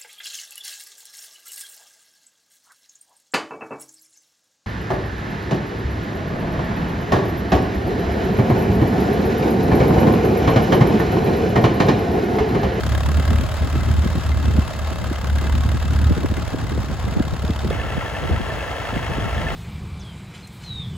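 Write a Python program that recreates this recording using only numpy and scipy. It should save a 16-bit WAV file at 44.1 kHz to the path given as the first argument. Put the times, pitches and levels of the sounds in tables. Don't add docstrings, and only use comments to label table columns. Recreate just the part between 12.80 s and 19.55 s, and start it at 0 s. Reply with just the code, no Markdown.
import sys
import numpy as np
from scipy import signal
from scipy.fft import rfft, irfft
from scipy.io import wavfile

SR = 44100
rng = np.random.default_rng(int(sys.argv[2]) if len(sys.argv) > 2 else 0)


def store_wav(level_fs):
    pcm = np.round(np.clip(np.atleast_2d(level_fs), -1, 1) * 32767)
    wavfile.write(sys.argv[1], SR, pcm.T.astype(np.int16))


N = 297675
TIME = np.arange(N) / SR
FREQS = np.fft.rfftfreq(N, 1 / SR)
HANDOVER_S = 4.912


def undb(db):
    return 10 ** (np.asarray(db) / 20)


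def unit(x):
    return x / np.sqrt(np.mean(x ** 2))


def curves(table):
    s, *columns = np.transpose(table)
    return [np.interp(TIME, s, c) for c in columns]


def over_hz(table):
    hz, value = np.transpose(table)
    return np.interp(np.log(FREQS + 1), np.log(hz), value)


def equalise(x, eq):
    cepstrum = irfft(np.log(undb(over_hz(eq))), N)
    cepstrum[1:N // 2] *= 2
    cepstrum[N // 2:] = 0
    return unit(irfft(rfft(x) * np.exp(rfft(cepstrum)), N))


def noise():
    return rng.standard_normal((2, N))


def wander(hz, limit=1.5):
    drift = unit(irfft(rfft(rng.standard_normal(N)) * np.exp(-(FREQS / hz) ** 2), N))
    return unit(np.tanh(drift / limit))


def burst(age, rise_s, decay_s):
    return (1 - np.exp(-(age / rise_s) ** 2)) * np.exp(-age / decay_s)


def spread(pair, width):
    correlation = np.clip(over_hz(width), -1, 1)
    mid, side = rfft(pair) * np.sqrt([1 + correlation, 1 - correlation]) / np.sqrt(2)
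    return irfft(np.array([mid + side, mid - side]), N)


def place(pair, pan, phase):
    half = np.array([[1], [-1]]) / 2
    return irfft(rfft(pair) * undb(half * over_hz(pan)) * np.exp(1j * half * over_hz(phase)), N)


# freq_hz, correlation
WIND_WIDTH = [(60, .7), (130, .6), (300, .3), (800, .2)]


def air(eq, envelope=1):
    return equalise(spread(noise(), WIND_WIDTH) * envelope, eq)


# centre_s, strength_db, top_pitch_hz, tail_share
EDDIES = [(.058, -20, 286, .2), (.49, -22, 260, .2), (0.542, -16.5, 269, .3), (0.6, -16, 270, 0.22),
          (0.96, -13, 353, 0.53), (1.144, -21, 230, .3), (1.263, -11.5, 264, .1), (1.355, -16, 257, .2),
          (1.686, -18.5, 250, .2), (1.788, -6.5, 238, .05), (2.117, -22.5, 334, .1),
          (2.316, -16.5, 318, .1), (2.624, -22, 330, .1), (2.858, -19, 280, .4), (3.311, -8.5, 292, 0.79),
          (3.381, -12.5, 420, 0.32), (3.448, -11, 370, 1), (3.521, -13, 300, .5), (3.577, -20, 456, .4),
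          (3.746, -15, 383, .4), (3.842, -16, 130, .4), (3.92, -17, 296, .4), (3.978, -19.5, 474, .2),
          (4.041, -24, 306, .2), (4.136, -21, 131, 0.34), (4.243, -18, 161, 0.36), (4.28, -17, 330, .2),
          (4.325, -16, 203, .2), (4.370, -10, 260, .2), (4.406, -8, 297, .05), (4.474, -17, 230, .3),
          (4.529, -16, 127, 0.33), (4.645, -14.5, 218, 0.44), (4.702, -10, 263, 1), (4.849, -17, 496, .3),
          (4.866, -15.5, 250, 0.43), (4.91, -16.5, 524, 0.42), (5.154, -18.5, 170, .3),
          (5.181, -15.5, 241, .1), (5.452, -21, 337, .2), (5.499, -21, 455, .3), (5.514, -12, 100, 0.59),
          (5.606, -19, 300, .4), (6.132, -18, 303, 0.75), (6.167, -13, 300, .3), (6.384, -19, 347, .2),
          (6.661, -19.5, 170, .6)]
# freq_hz, gain_db
SWIRL_EQ = [(80, 4.5), (240, -13), (450, -4), (900, -27), (3000, -36), (12000, -77)]


def thumps(rest_hz=70, pass_s=0.0032, fade_s=0.0052, thump_db=-2, swirl_db=-15, swirl_s=0.01, lead_s=0.0078):
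    out = np.zeros((2, N))
    swirl = air(SWIRL_EQ)
    rough, stray_rad = undb(2.5 * wander(266)), .3 * wander(310)
    port_phases = 0.75 * rng.standard_normal((len(EDDIES), 2, 1))
    for (s, db, hz, tail), port_rad in zip(EDDIES, port_phases):
        near = slice(int((s - .05) * SR), int((s + .12) * SR))
        age = TIME[near] - s
        swing = 2 * np.pi * (rest_hz * age + (hz - rest_hz) * pass_s * np.arctan(age / pass_s))
        size = 1 / np.cosh(age / fade_s) + tail * burst(np.maximum(age, 0), 0.0057, 0.02)
        pressure = -np.cos(swing + port_rad + stray_rad[near]) * size * rough[near]
        ragged = swirl[:, near] * np.exp(-((age + lead_s) / swirl_s) ** 2)
        out[:, near] += undb(db) * (undb(thump_db) * pressure + undb(swirl_db) * ragged)
    return out


def gusts(build_s=0.046, ease_s=0.033):
    energy = 0
    for s, db, _, _ in EDDIES:
        age = TIME - s
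        energy += (undb(db) * np.exp(-np.abs(age) / np.where(age < 0, build_s, ease_s))) ** 2
    return np.sqrt(energy)


# time_s, strength_db
WIND_STRENGTH = [(0, -25.5), (.26, -27.5), (.56, -19.5), (.7, -27), (.9, -27), (1.2, -22.5), (1.44, -27),
                 (1.76, -20.5), (1.87, -30.5), (2.25, -27.5), (2.43, -31), (2.8, -21.5), (3.0, -25),
                 (3.27, -26), (3.65, -27.5), (4.15, -25), (4.55, -30.5), (4.78, -31.5), (4.93, -23.5),
                 (5.05, -29), (5.4, -31.5), (5.55, -22.5), (5.85, -34.5), (6.06, -34.5), (6.14, -29),
                 (6.75, -25)]
# freq_hz, gain_db
TURBULENCE_EQ = [(30, -20.5), (60, -7), (105, 2), (160, -5), (235, -8.5), (350, -15), (700, -37),
                 (2000, -64), (12000, -100)]
RASP_EQ = [(100, -26), (250, -10), (340, -8), (480, -5.5), (800, -19.5), (2000, -36), (12000, -99)]
RUMBLE_EQ = [(20, -42), (35, -16), (52, -1), (72, 0), (110, -9), (200, -30), (2000, -90)]


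def wind(turbulence_db=-1, gust_db=-22, rasp_db=-45, gust_rasp_db=-24, rumble_db=-28):
    (strength_db,), gust = curves(WIND_STRENGTH), gusts()
    excess_db = strength_db - strength_db.mean()
    surges = undb(3.5 * wander(25))
    turbulence = np.hypot(undb(strength_db + turbulence_db), undb(gust_db) * gust)
    rasp = np.hypot(undb(rasp_db + 0.12 * excess_db), undb(gust_rasp_db) * gust)
    rumble = undb(rumble_db + 0.86 * excess_db)
    return turbulence * air(TURBULENCE_EQ, surges) + rasp * air(RASP_EQ, surges) + rumble * air(RUMBLE_EQ)


# freq_hz, correlation
ENGINE_WIDTH = [(60, .95), (400, 0.6), (700, 0.72), (1400, 0.77), (3000, 0.8), (5200, 0.48), (7000, 1),
                (16000, 1)]


def rattle(cycles, cycle_hz, repeat):
    looped = noise()[:, (cycles % 1 * SR / cycle_hz).astype(int)]
    return spread(np.sqrt(repeat) * looped + np.sqrt(1 - repeat) * noise(), ENGINE_WIDTH)


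def rings(blows, modes, vary_db):
    age = TIME[:N // 50]
    out = 0
    for hz, decay_s, db in modes:
        ring = np.sin(2 * np.pi * hz * age) * np.exp(-age / decay_s)
        strikes = blows * undb(vary_db * wander(26))
        out += undb(db) * unit(signal.fftconvolve(strikes, ring[None], axes=1)[:, :N])
    return unit(out)


# pitch_hz, gain_db
WHINE_TONES = [(1308, -46.5), (1360, -45), (1529, -47.5), (1610, -49), (1744, -44), (2164, -47),
               (2627, -48), (3047, -60), (6206, -60.5), (15336, -68)]
# time_s, pitch_hz, level_db
LEAD_WHINE = [(4.9, 904, -52), (5.5, 912, -44), (6.15, 911, -44.5), (6.4, 908, -43), (6.75, 884, -45)]


def gear_whine(cycles, cycle_hz, bed_db=-4.5):
    bed = 0
    for hz, db in WHINE_TONES:
        level = undb(db + bed_db + 2.5 * wander(19))
        bed += level * np.sin(2 * np.pi * hz * cycles / cycle_hz + 1.2 * wander(14))
    hz, db = curves(LEAD_WHINE)
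    lead = undb(db + 3 * wander(21)) * np.sin(2 * np.pi * np.cumsum(hz) / SR + 0.42 * wander(15))
    return np.sqrt(2) * (bed + lead)


# position_cycles, accent_db
KNOCK_PATTERN = [(.175, 0), (.395, 1.5), (.58, -1.5), (.78, -5), (.98, 1.5)]
# pitch_hz, decay_s, gain_db
KNOCK_MODES = [
    [(903, 0.013, -2.5), (1697, 0.009, -4), (2105, 0.0067, -6), (2670, .003, 0)],
    [(1345, 0.0088, 2), (1950, 0.0033, 1.5), (3040, 0.002, -8.5)],
    [(990, 0.0037, 2), (1650, 0.01, -2), (1910, 0.0044, -7), (3050, .003, -12)],
    [(715, 0.0063, 5.5), (2910, 0.0067, -11)],
    [(680, 0.0073, -4), (1761, 0.012, 2.5), (2610, 0.0081, -9), (3255, 0.0055, -6.5)],
]
# freq_hz, gain_db
CLATTER_EQ = [(90, -18), (250, -10.5), (400, -4.5), (600, 0.5), (780, -2.5), (950, -7), (1100, -6),
              (1450, -10.5), (1750, -7.5), (2150, -10), (2420, -16), (2750, -12), (3280, -13.5),
              (3650, -20.5), (6000, -27), (7800, -30), (9400, -28), (12500, -40), (15500, -35)]
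# freq_hz, left_minus_right_db
GREEN_PAN = [(500, 0), (2200, 2), (3000, 1.5), (5500, 4.5), (7500, 0.5)]
# freq_hz, left_lead_rad
GREEN_PORT_PHASE = [(500, 0), (2000, .8), (5800, 1.4), (6900, 0)]


def green_tractor(cycle_hz=11.395, start_m=12.4, speed_m_per_s=1.25, wash=1.2, ring_db=-6.5):
    distance_m = np.maximum(start_m - speed_m_per_s * (TIME - HANDOVER_S), 1)
    cycles = cycle_hz * np.cumsum(1 + 0.0018 * wander(2)) / SR
    cycles += cycle_hz * TIME[-1] - cycles[-1]
    contact = rattle(cycles, cycle_hz, repeat=0.6)
    knocks, ringing = 0, 0
    for (position, db), modes in zip(KNOCK_PATTERN, KNOCK_MODES):
        age = (cycles - position + .02) % 1 / cycle_hz
        knocks += undb(db) * burst(age, 0.0019, 0.0026)
        ringing += undb(db) * rings(contact * burst(age, 0.00072, 0.0018), modes, vary_db=1.5)
    clatter = rattle(cycles, cycle_hz, repeat=0.48) * (wash + knocks) * undb(0.7 * wander(90))
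    engine = undb(-9) / distance_m * (equalise(clatter, CLATTER_EQ) + undb(ring_db) * unit(ringing))
    drone = np.sqrt(2) * undb(-38) * np.sin(2 * np.pi * len(KNOCK_PATTERN) * cycles)
    return place(engine + gear_whine(cycles, cycle_hz) + drone, GREEN_PAN, GREEN_PORT_PHASE)


# start_s, level_db, pitch_hz
CHINK_HITS = [(4.4800, -38, 3600), (4.5370, -31, 3700), (4.6240, -38, 3730), (4.649, -31, 3700),
              (4.6790, -29, 3530), (4.7075, -31, 3400), (4.7350, -31, 3630), (4.7620, -33, 3530),
              (4.7913, -24.5, 3640), (4.8480, -42, 3650), (4.8755, -31, 3480), (4.9030, -26, 3450)]
# freq_hz, gain_db
TICK_EQ = [(500, -6), (1300, 8), (4000, -13), (5300, -7), (6200, -20), (15000, -24)]


def chinks(rise_s=0.00044, note_s=0.0021, tick_s=0.0025, tick_db=-3, overtone=1.45, overtone_db=-10):
    out, tick = 0, equalise(spread(noise(), ENGINE_WIDTH), TICK_EQ) * undb(tick_db)
    for s, db, hz in CHINK_HITS:
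        age = np.maximum(TIME - s, 0)
        angle = 2 * np.pi * hz * age
        note = np.sin(angle) + undb(overtone_db) * np.sin(overtone * angle)
        out += undb(db) * (burst(age, rise_s, note_s) * note + burst(age, rise_s, tick_s) * tick)
    return out


# start_s, level_db, pitch_hz
BARK_HITS = [(0.033, -24, 1630), (.092, -27, 1160), (0.12, -25, 1270), (0.148, -26, 1710), (.261, -21, 880),
             (.343, -24, 1400), (.476, -27, 1000), (.585, -25, 1240), (.743, -37, 700), (.953, -25, 1290),
             (2.07, -29, 1080), (2.101, -30, 1160), (2.242, -27, 1070), (2.496, -33, 1500),
             (2.556, -25, 1580), (2.67, -26, 1630), (2.696, -24, 942), (2.752, -26, 845),
             (3.539, -26, 1700), (4.76, -26, 1130)]
# freq_hz, gain_db
CRACK_EQ = [(200, -14), (700, 0.5), (1400, 5.5), (2400, -2.5), (3500, -2.5), (6000, -19.5), (15500, -22)]


def barks(rise_s=0.00067, crack_s=0.0037, crack_db=-1.5, ring_s=0.0056, ring_db=-2):
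    out, gas = np.zeros((2, N)), equalise(spread(noise(), ENGINE_WIDTH), CRACK_EQ)
    for s, db, hz in BARK_HITS:
        near = slice(int(s * SR), int((s + .05) * SR))
        age = np.maximum(TIME[near] - s, 0)
        crack = burst(age, rise_s, crack_s) * gas[:, near]
        ring = burst(age, rise_s, ring_s) * np.sin(2 * np.pi * hz * age)
        out[:, near] += undb(db) * (undb(crack_db) * crack + undb(ring_db) * ring)
    return out


# time_s, steady_power_share
PUFF_BLUR = [(.6, 0), (.8, .25), (1.4, .2), (2.1, .18), (2.4, 0)]


def blur(envelope):
    (share,) = curves(PUFF_BLUR)
    return np.sqrt((1 - share) * unit(envelope) ** 2 + share)


# time_s, gain_db
PUFF_LOAD = [(0, -41), (.3, -40.5), (.8, -42.5), (1.25, -44), (1.7, -44), (2.3, -44.5), (2.7, -43),
             (3.2, -44), (3.55, -45), (4.1, -47.5), (4.5, -46), (4.75, -47), (4.9, -43.5)]
# freq_hz, gain_db
PUFF_EQ = [(150, -39), (360, -14), (470, -1.5), (700, 6), (880, -1), (1250, 9), (1480, 5), (1650, 4),
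           (2350, -2.5), (3200, -1), (4500, -7), (6000, -13.5), (7500, -9), (10000, -13), (15500, -17.5)]
HISS_EQ = [(1500, -51), (3800, 24), (6000, 25.5), (8000, -19), (11000, 4), (15500, -3)]
# pitch_hz, decay_s, gain_db
STACK_MODES = [(1094, 0.0085, -3), (1305, 0.016, -6.5), (1636, 0.0079, -1.5), (2052, 0.0098, -4),
               (2644, 0.014, -8.5), (3170, 0.0037, -9.5), (3680, 0.0029, -9)]
PIPE_MODES = [(450, 0.0069, -6), (553, 0.008, 0.5), (629, 0.009, 4.5), (717, .005, -6.5)]
# time_s, level_db
PIPE_LEVEL = [(0, -37), (.4, -35), (.75, -35), (1.0, -40), (1.5, -42), (2.1, -36.5), (2.6, -40.5),
              (3.05, -41.5), (3.9, -42), (4.5, -40.5), (4.9, -42)]


def exhaust(age, strength, cycles, cycle_hz, puff_db=6, hiss_db=-7, ring_db=2, linger=.1, linger_s=.03):
    (load_db,), (pipe_db,) = curves(PUFF_LOAD), curves(PIPE_LEVEL)
    blow = strength * burst(np.maximum(age - .0007, 0), 0.004, 0.0032)
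    flow = blur(blow + linger * np.exp(-age / linger_s)) * undb(2 * wander(350))
    puffs = undb(puff_db) * equalise(rattle(cycles, cycle_hz, repeat=0.12) * flow, PUFF_EQ)
    jet = blur(strength * burst(age, 0.0011, 0.0072))
    hiss = undb(hiss_db) * equalise(noise() * jet * undb(wander(10)), HISS_EQ)
    ringing = undb(ring_db) * rings(spread(noise(), ENGINE_WIDTH) * blur(blow), STACK_MODES, vary_db=3)
    pipe = rings(rattle(cycles, cycle_hz, repeat=0.24) * flow, PIPE_MODES, vary_db=1)
    return undb(load_db) * (puffs + hiss + ringing) + undb(pipe_db) * pipe


# time_s, level_db
BOOM_LEVEL = [(0, -29.5), (.09, -18.5), (.24, -21.5), (.36, -15), (.44, -20), (.55, -14), (.65, -27),
              (.77, -28), (.83, -16), (.9, -32), (.96, -17.5), (1.02, -26), (1.1, -12), (1.21, -16.5),
              (1.28, -26), (1.38, -19.5), (1.43, -28), (1.48, -16.5), (1.66, -23), (1.79, -18), (1.86, -42),
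              (1.97, -26.5), (2.08, -22), (2.33, -32.5), (2.42, -30), (2.5, -19.5), (2.7, -22.5),
              (2.86, -15), (2.96, -27), (3.1, -21.5), (3.17, -17), (3.29, -15), (3.37, -37.5), (4.78, -29),
              (4.9, -23)]
# firing_rate_multiple, gain_db
BOOM_HARMONICS = [(1, -20), (2, 0), (3, -13), (4, -21), (6, -20), (7, -26)]


def stack_boom(firings, flutter_db=2.6, drift_rad=.16):
    angle = 2 * np.pi * firings + drift_rad * np.array([wander(20), wander(20)])
    tone = np.sqrt(2) * sum(undb(db) * np.cos(order * angle + np.pi / 4) for order, db in BOOM_HARMONICS)
    return undb(curves(BOOM_LEVEL)[0] + flutter_db * wander(37)) * tone


# time_s, firing_rate_hz
FIRING_RATE = [(0, 34.48), (0.3, 36.46), (0.55, 37.97), (0.9, 37.98), (1.25, 37.02), (1.55, 36.73),
               (1.9, 35.23), (2.05, 36.51), (2.25, 34.64), (2.65, 35.71), (2.95, 36.71), (3.3, 37.13),
               (3.5, 36.6), (3.95, 36.93), (4.3, 35.08), (4.9, 35.91)]
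CYLINDER_ACCENTS = [-1.1, 0.19, -0.042, -0.17]
# freq_hz, gain_db
BLOCK_EQ = [(60, -5), (200, -19), (370, -17), (540, 0), (660, 4.5), (850, 2.5), (1280, -1), (1700, -3.5),
            (2350, -10), (3200, -11), (7000, -18.5), (15500, -35)]
# freq_hz, left_minus_right_db
RED_PAN = [(700, -1), (1300, -1.5), (2400, 3), (4400, 4.5), (8000, 1.5), (15000, -0.5)]
# freq_hz, left_lead_rad
RED_PORT_PHASE = [(100, 0), (4500, -.4), (5600, -3.1), (6900, -6.28)]


def red_tractor(scatter_db=0.9, block_db=-37):
    (hz,), cylinders = curves(FIRING_RATE), len(CYLINDER_ACCENTS)
    firings = np.cumsum(hz) / SR + .87
    count, age = firings.astype(int), firings % 1 / hz
    cycles, cycle_hz = firings / cylinders, hz.mean() / cylinders
    accent_db = np.array(CYLINDER_ACCENTS)[(count - 1) % cylinders]
    strength = undb(accent_db + scatter_db * rng.standard_normal(count[-1] + 1)[count])
    puffs = exhaust(age, strength, cycles, cycle_hz)
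    valves = (0.44 + burst((firings + .5) % 1 / hz, 0.0033, 0.014)) * undb(1.87 * wander(36))
    block = undb(block_db) * equalise(rattle(cycles, cycle_hz, repeat=0.62) * valves, BLOCK_EQ)
    return stack_boom(firings) + place(puffs + block + barks(), RED_PAN, RED_PORT_PHASE) + chinks()


def scene(crossfade_s=0.0067):
    green = np.clip((TIME - HANDOVER_S) / crossfade_s + .5, 0, 1)
    return np.sqrt(1 - green) * red_tractor() + np.sqrt(green) * green_tractor() + wind() + thumps()


def record(dry):
    lag_s, lag_above_hz, low_cut_hz, top_hz = .000235, 6900, 31, 15900
    late = np.exp(-2j * np.pi * lag_s * np.maximum(FREQS - lag_above_hz, 0))
    pair = np.array([irfft(rfft(dry[0]) * late, N), dry[1]])
    pair = signal.sosfilt(signal.butter(3, low_cut_hz, "high", fs=SR, output="sos"), pair)
    return signal.sosfilt(signal.ellip(10, .2, 80, top_hz, fs=SR, output="sos"), pair)


dry = scene()
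out = record(dry)
store_wav(out)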